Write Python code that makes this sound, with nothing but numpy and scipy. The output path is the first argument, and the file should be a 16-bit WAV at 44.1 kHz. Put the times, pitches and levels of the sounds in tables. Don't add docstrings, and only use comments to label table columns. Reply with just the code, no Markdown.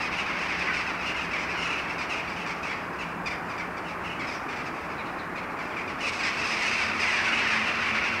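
import sys
import numpy as np
from scipy import signal
from scipy.fft import rfft, irfft, next_fast_len
from scipy.io import wavfile
from scipy.ndimage import map_coordinates

SR = 44100
rng = np.random.default_rng(int(sys.argv[2]) if len(sys.argv) > 2 else 0)


def wav_record(signal):
    frames = np.transpose(np.atleast_2d(signal))
    bounded = np.clip(frames, -1, 1)
    quanta = np.round(bounded * 32767).astype(np.int16)
    wavfile.write(sys.argv[1], SR, quanta)


N = 361619

# (frequency [Hz], gain [dB])
TYRE_SPECTRUM = [(20, -18), (45, -9), (70, -3), (125, -4.5), (200, -0.5), (330, 0.5), (500, -3), (850, 0),
                 (1200, 1), (1700, -3.5), (2500, -12.5), (3600, -33), (7000, -34.5), (15500, -42.5)]
# (start [s], end [s], first firing rate [Hz], last rate [Hz], relative level [dB])
ENGINE_RUNS = [(-.3, 2.1, 61.5, 65.4, -55), (-.3, 4.3, 175.5, 172, -48.5), (4.6, 5.9, 170.9, 172.5, -52),
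               (5.601, 8.5, 89.8, 95, -54.5), (6.45, 8.5, 219, 227, -46)]
# (frequency [Hz], time to fall 60 dB [s])
YARD_DECAY = [(300, 1), (2500, 0.79), (5000, 0.55), (10000, 0.37)]
# (mean delay [s], gain [dB])
HOUSE_FRONTS = [(.027, -2.5), (.058, -16), (.083, -25), (.135, -19)]
# (time [s], relative level [dB])
FLOCK_LEVEL = [(0.0, -30), (0.71, -31), (1.03, -33.5), (1.64, -33.5), (3.38, -47), (4.25, -41.5),
               (4.36, -48.5), (4.89, -41.5), (5.43, -45.5), (6.05, -38.5), (6.19, -35.5), (6.67, -29.5),
               (6.83, -29.5), (7.38, -26), (8.2, -26.5)]
# (frequency [Hz], gain [dB])
CHATTER_COLOUR = [(500, -20), (900, -9.5), (1200, -10), (1500, -2.5), (2100, -2.5), (2650, -2.5),
                  (2950, -12.5), (3350, -11.5), (4100, -11.5), (5000, -9.5), (6000, -16.5), (7000, -28.5),
                  (8200, -29), (12000, -47)]
# (time [s], relative level [dB], brightness [dB])
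ROOF_CROWD = [(5.98, -55, -8), (6.08, -30.5, -5.5), (6.35, -43, -3), (6.52, -30.5, -6),
              (6.93, -34.5, -10.5), (7.08, -28, -11), (7.5, -28.5, -12.5), (8.2, -35, -21)]
# (time [s], relative level [dB])
TREE_CHIPS = [(4.979, -46), (5.06, -49), (5.187, -45), (5.37, -49)]
# (frequency [Hz], gain [dB])
THROAT_COLOUR = [(500, -8), (900, -3), (1400, -12), (2000, 2.5), (2800, 1.5), (3250, -10.5), (4000, -11),
                 (5100, -10), (6200, -13.5), (7000, -22.5), (8200, -21), (10000, -33.5), (15000, -40)]
# (time [s], length [s], pitch [Hz], relative level [dB], brightness [dB])
NEAR_CALLS = [(0, 0.069, 1274, -36.5, -6.5), (.18, 0.041, 1394, -35, -17), (.283, 0.047, 1362, -42, -23),
              (.412, 0.057, 1340, -39, -11), (.488, 0.047, 1160, -38.5, -17),
              (.59, 0.065, 1180, -35, -11.5), (.735, 0.057, 1235, -35, -10.5),
              (.861, 0.052, 1274, -36, -12), (1.057, 0.062, 1356, -34, -11.5),
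              (1.158, 0.048, 1375, -34.5, -14), (1.33, 0.049, 1132, -33, -17),
              (1.383, .07, 1171, -36.5, -11), (1.57, .06, 1393, -36.5, -9), (1.623, .06, 1386, -33, -12.5),
              (1.701, 0.045, 1330, -33, -13.5), (1.78, 0.041, 1400, -40, -13), (1.829, .04, 1085, -40, -18),
              (1.895, .03, 1130, -38.5, -23), (1.978, 0.058, 1196, -36.5, -9),
              (2.091, 0.059, 1368, -32.5, -12.5), (2.15, 0.053, 1373, -37, -16),
              (2.27, 0.041, 1114, -41, -9), (2.359, 0.076, 1394, -41.5, -11), (2.459, .06, 1156, -36, -10),
              (2.625, 0.068, 1240, -36.5, -11.5), (2.689, 0.055, 1081, -35, -13),
              (2.985, 0.051, 1353, -38.5, -13), (3.256, .034, 1192, -32.5, -10),
              (3.304, .038, 1206, -38.5, -11), (3.484, 0.047, 1236, -40.5, -11.5),
              (3.575, 0.043, 1150, -37.5, -12), (3.767, 0.023, 1163, -43.5, -8.5),
              (3.878, 0.04, 1233, -41.5, -11.5), (4.035, 0.058, 1380, -40.5, -15),
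              (4.095, .045, 1397, -39, -17), (4.191, 0.04, 1093, -36, -13),
              (4.266, .056, 1260, -40.5, -5.5), (4.318, 0.054, 1213, -43.5, -3.5),
              (4.482, 0.056, 1168, -37, -13.5), (4.554, 0.068, 1183, -39.5, -11),
              (4.65, .04, 1280, -44, -6.5), (4.811, 0.063, 1204, -48.5, -11),
              (4.984, .035, 1215, -40.5, -25), (5.352, 0.046, 1186, -38.5, -15),
              (5.585, 0.042, 1132, -40, -13.5), (5.699, 0.031, 1143, -39.5, -18),
              (5.762, 0.036, 1169, -35.5, -19), (5.788, 0.028, 1265, -40.5, -16),
              (5.873, 0.033, 1184, -39.5, -12.5), (6.002, .045, 1395, -35, -9.5),
              (6.041, .045, 1296, -32, -13), (6.19, 0.044, 1176, -32, -11), (6.229, 0.062, 1179, -30, -8),
              (6.368, 0.079, 1294, -35, -8), (6.438, 0.054, 1256, -35.5, -5), (6.485, .062, 1240, -36, -4),
              (6.602, 0.052, 1017, -31.5, -12), (6.646, 0.06, 1397, -32, -8.5),
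              (6.703, .06, 1269, -33.5, -7), (6.773, 0.059, 1285, -32, -10.5), (6.817, .048, 1250, -36, -6),
              (6.992, 0.054, 1239, -30, -7.5), (7.11, 0.077, 1210, -30, -10.5),
              (7.319, 0.055, 1401, -30, -18), (7.469, .06, 1236, -35, -8.5), (7.52, 0.061, 1272, -36, -14),
              (7.656, .05, 1340, -35, -16), (7.842, 0.056, 1194, -31.5, -16.5)]


def amp(db):
    return 10 ** (np.asarray(db) / 20)


def unit(x):
    return x / np.sqrt(np.mean(x ** 2) + 1e-20)


def along(points, hz):
    freqs, values = np.transpose(points)
    return np.interp(np.log(hz + 1), np.log(freqs + 1), values)


def curves(rows):
    times, *columns = np.transpose(rows)
    return [np.interp(np.arange(N) / SR, times, column) for column in columns]


def wobble(rate, size=N):
    knots = rng.standard_normal(int(size * rate / SR) + 4)
    return map_coordinates(knots, [np.arange(size) * rate / SR])


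def filtered(x, response):
    size = next_fast_len(len(x) + 2048)
    return irfft(rfft(x, size) * response(np.fft.rfftfreq(size, 1 / SR)), size)[:len(x)]


def add(track, s, sound):
    part = track[max(0, round(s * SR)):][:len(sound)]
    part += sound[:len(part)]


def engine(start, end, first_hz, last_hz, level_db, fade_s=.14, waver=.0207, fading_db=3):
    t = np.arange(N) / SR
    hz = np.interp(t, [start, end], [first_hz, last_hz])
    phase = 2 * np.pi * np.cumsum(hz * (1 + waver * wobble(25))) / SR
    swell = np.clip(np.minimum(t - start, end - t) / fade_s, 0, 1)
    return swell * amp(level_db + fading_db * wobble(15)) * unit(np.sin(phase))


def town(tyres_db=-34.5, engines_db=-1):
    roar = unit(filtered(rng.standard_normal(N), lambda hz: amp(along(TYRE_SPECTRUM, hz))))
    engines = sum(engine(*row) for row in ENGINE_RUNS)
    return amp(tyres_db + .18 * wobble(2.15)) * roar + amp(engines_db) * engines


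def yard_reverb(x):
    out = np.zeros(len(x))
    window = signal.get_window("hann", SR // 2)
    for start in range(0, len(x), len(window) // 2):
        hz, t, noise = signal.stft(rng.standard_normal(SR // 2), SR, nperseg=256)
        decay = amp(-60 * t / along(YARD_DECAY, hz)[:, None])
        tail = signal.istft(noise * decay, SR, nperseg=256)[1]
        piece = x[start:start + len(window)]
        add(out, start / SR, signal.fftconvolve(piece * window[:len(piece)], tail / np.linalg.norm(tail)))
    return out


def house_echoes(x, drift_s=.012, doppler=.045, dull_hz=6000):
    out = np.zeros(N)
    window = signal.get_window("hann", SR // 10)
    for start in range(0, N - len(window), len(window) // 2):
        piece = x[start:start + len(window)] * window
        for delay, db in HOUSE_FRONTS:
            stretch = np.exp(doppler * rng.standard_normal())
            echo = signal.resample(piece, next_fast_len(int(len(piece) * stretch)))
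            add(out, start / SR + abs(delay + drift_s * rng.standard_normal()), amp(db) * echo)
    return filtered(out, lambda hz: 1 / np.sqrt(1 + (hz / dull_hz) ** 2))


def scatter(note, count=4, reach_s=.014, gain=.3):
    out = np.pad(note, (0, SR // 50))
    for delay, sign in rng.random((count, 2)):
        add(out, reach_s * delay, gain * np.sign(sign - .5) * note)
    return out


def voiced(x, bright_db, split_hz=3250):
    body = filtered(x, lambda hz: 1 / (1 + (hz / split_hz) ** 24))
    return unit(body) + amp(bright_db) * unit(x - body)


def syrinx(length, pitch_hz, fall, hoarse, tremor=.01396, jitter=.083, attack_s=.006, release_s=.016):
    size = int((length + release_s / 2) * SR)
    t = np.arange(size) / SR
    sag = np.exp(-fall * ((t / length) ** 1.6 - .2))
    hz = pitch_hz * sag * (1 + tremor * wobble(130, size) + jitter * hoarse * wobble(700, size))
    phase = 2 * np.pi * np.cumsum(hz) / SR
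    pulses = np.cos(np.arange(1, 10)[:, None] * phase).sum(0)
    alternation = 1 + 1.16 * hoarse * np.cos(phase / 2)
    breath = .41 * hoarse * rng.standard_normal(size) * (1 + np.cos(phase)) / 2
    flutter = 1 + .43 * np.sqrt(hoarse) * np.tanh(wobble(350, size))
    gate = np.clip(t / attack_s, 0, 1) * np.clip((t[-1] - t) / release_s, 0, 1)
    fade = amp(-4 * t / length)
    return unit((unit(pulses * alternation) + breath) * flutter * gate * fade)


def crowd(start, db, bright_db, colour, count, pitch_hz, spread, fall, hoarse, scatter_db=2, wet_db=-4):
    notes = np.zeros(N + SR // 4)
    starts = np.linspace(start, len(notes) / SR, count)
    for s, (lag, length, voice, strength) in zip(starts, rng.standard_normal((count, 4))):
        note = syrinx(.045 * np.exp(.2 * length), pitch_hz * np.exp(spread * voice), fall, hoarse)
        add(notes, s + .008 * lag, amp(scatter_db * strength) * note)
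    distant = (notes + amp(wet_db) * yard_reverb(notes))[-N:]
    chatter = filtered(distant, lambda hz: amp(along(colour, hz)))
    calling_share = 1 - start * SR / N
    return np.sqrt(calling_share) * amp(db) * voiced(chatter, bright_db)


def flock(far_db=-3, far_bright_db=-14.5, roof_db=-3.5):
    far = crowd(0, *curves(FLOCK_LEVEL), far_bright_db, CHATTER_COLOUR,
                count=520, pitch_hz=1198, spread=.16, fall=.2676, hoarse=.444)
    roof = crowd(ROOF_CROWD[0][0], *curves(ROOF_CROWD), THROAT_COLOUR,
                 count=100, pitch_hz=1293, spread=.085, fall=.194, hoarse=.4)
    return amp(far_db) * far + amp(roof_db) * roof


def small_bird(start_hz=4100, end_hz=3550, length_s=.038, warble_hz=200, gain_db=-3):
    out = np.zeros(N)
    progress = np.linspace(0, 1, int(length_s * SR))
    swell = np.sin(np.pi * np.sqrt(progress))
    for s, db in TREE_CHIPS:
        hz = start_hz + (end_hz - start_hz) * progress + warble_hz * wobble(680, len(progress))
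        chip = swell * np.sin(2 * np.pi * np.cumsum(hz) / SR)
        add(out, s, amp(db + gain_db) * scatter(chip))
    return out


def low_caw(time_s=.669, level_db=-32.5, centre_hz=1850, width_hz=750):
    note = scatter(syrinx(length=.05, pitch_hz=1015, fall=.496, hoarse=.49))
    caw = filtered(note, lambda hz: 1 / (1 + ((hz - centre_hz) / width_hz) ** 4))
    out = np.zeros(N)
    add(out, time_s, amp(level_db) * unit(caw))
    return out


def tchak(length, pitch_hz, bright_db, beak_hz=5020, beak_width_hz=500, half_open_db=-8.5):
    hoarse = np.clip(.359 + 8.4 * (length - .05), .18, 1)
    note = scatter(syrinx(length, pitch_hz, fall=.2298, hoarse=hoarse))
    throat_scale = min(pitch_hz / 1250, 1.15) ** .67
    ring_hz = beak_hz * np.exp(.038 * rng.standard_normal())
    ring_db = max(0, 6 + .7 * (bright_db - half_open_db))
    beak = lambda hz: ring_db / (1 + ((hz - ring_hz) / beak_width_hz) ** 2)
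    call = filtered(note, lambda hz: amp(along(THROAT_COLOUR, hz / throat_scale) + beak(hz)))
    return voiced(call, bright_db)


def answering_jackdaws(count=64, pitch_hz=1290, spread=.06, gain_db=-8, full_voice_db=-40):
    out = np.zeros(N)
    starts = (np.arange(count) + rng.random(count)) * N / SR / count
    for s, (voice, scatter_db) in zip(starts, rng.standard_normal((count, 2))):
        flock_db = np.interp(s, *np.transpose(FLOCK_LEVEL))
        db = min(flock_db + gain_db, full_voice_db) + scatter_db
        call = tchak(length=.05, pitch_hz=pitch_hz * np.exp(spread * voice), bright_db=-11)
        add(out, s, amp(db) * call)
    return out


def near_jackdaws(gain_db=-2.5):
    out = np.zeros(N)
    for s, length, pitch_hz, db, bright_db in NEAR_CALLS:
        add(out, s, amp(db + gain_db) * tchak(length, pitch_hz, bright_db))
    return out


def scene():
    near = near_jackdaws() + answering_jackdaws() + low_caw() + small_bird()
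    birds = near + house_echoes(near) + amp(-4.5) * yard_reverb(near) + flock()
    return (birds + town())[None]


def record(dry):
    return filtered(dry[0], lambda hz: hz < 15750)[None]


dry = scene()
out = record(dry)
wav_record(out)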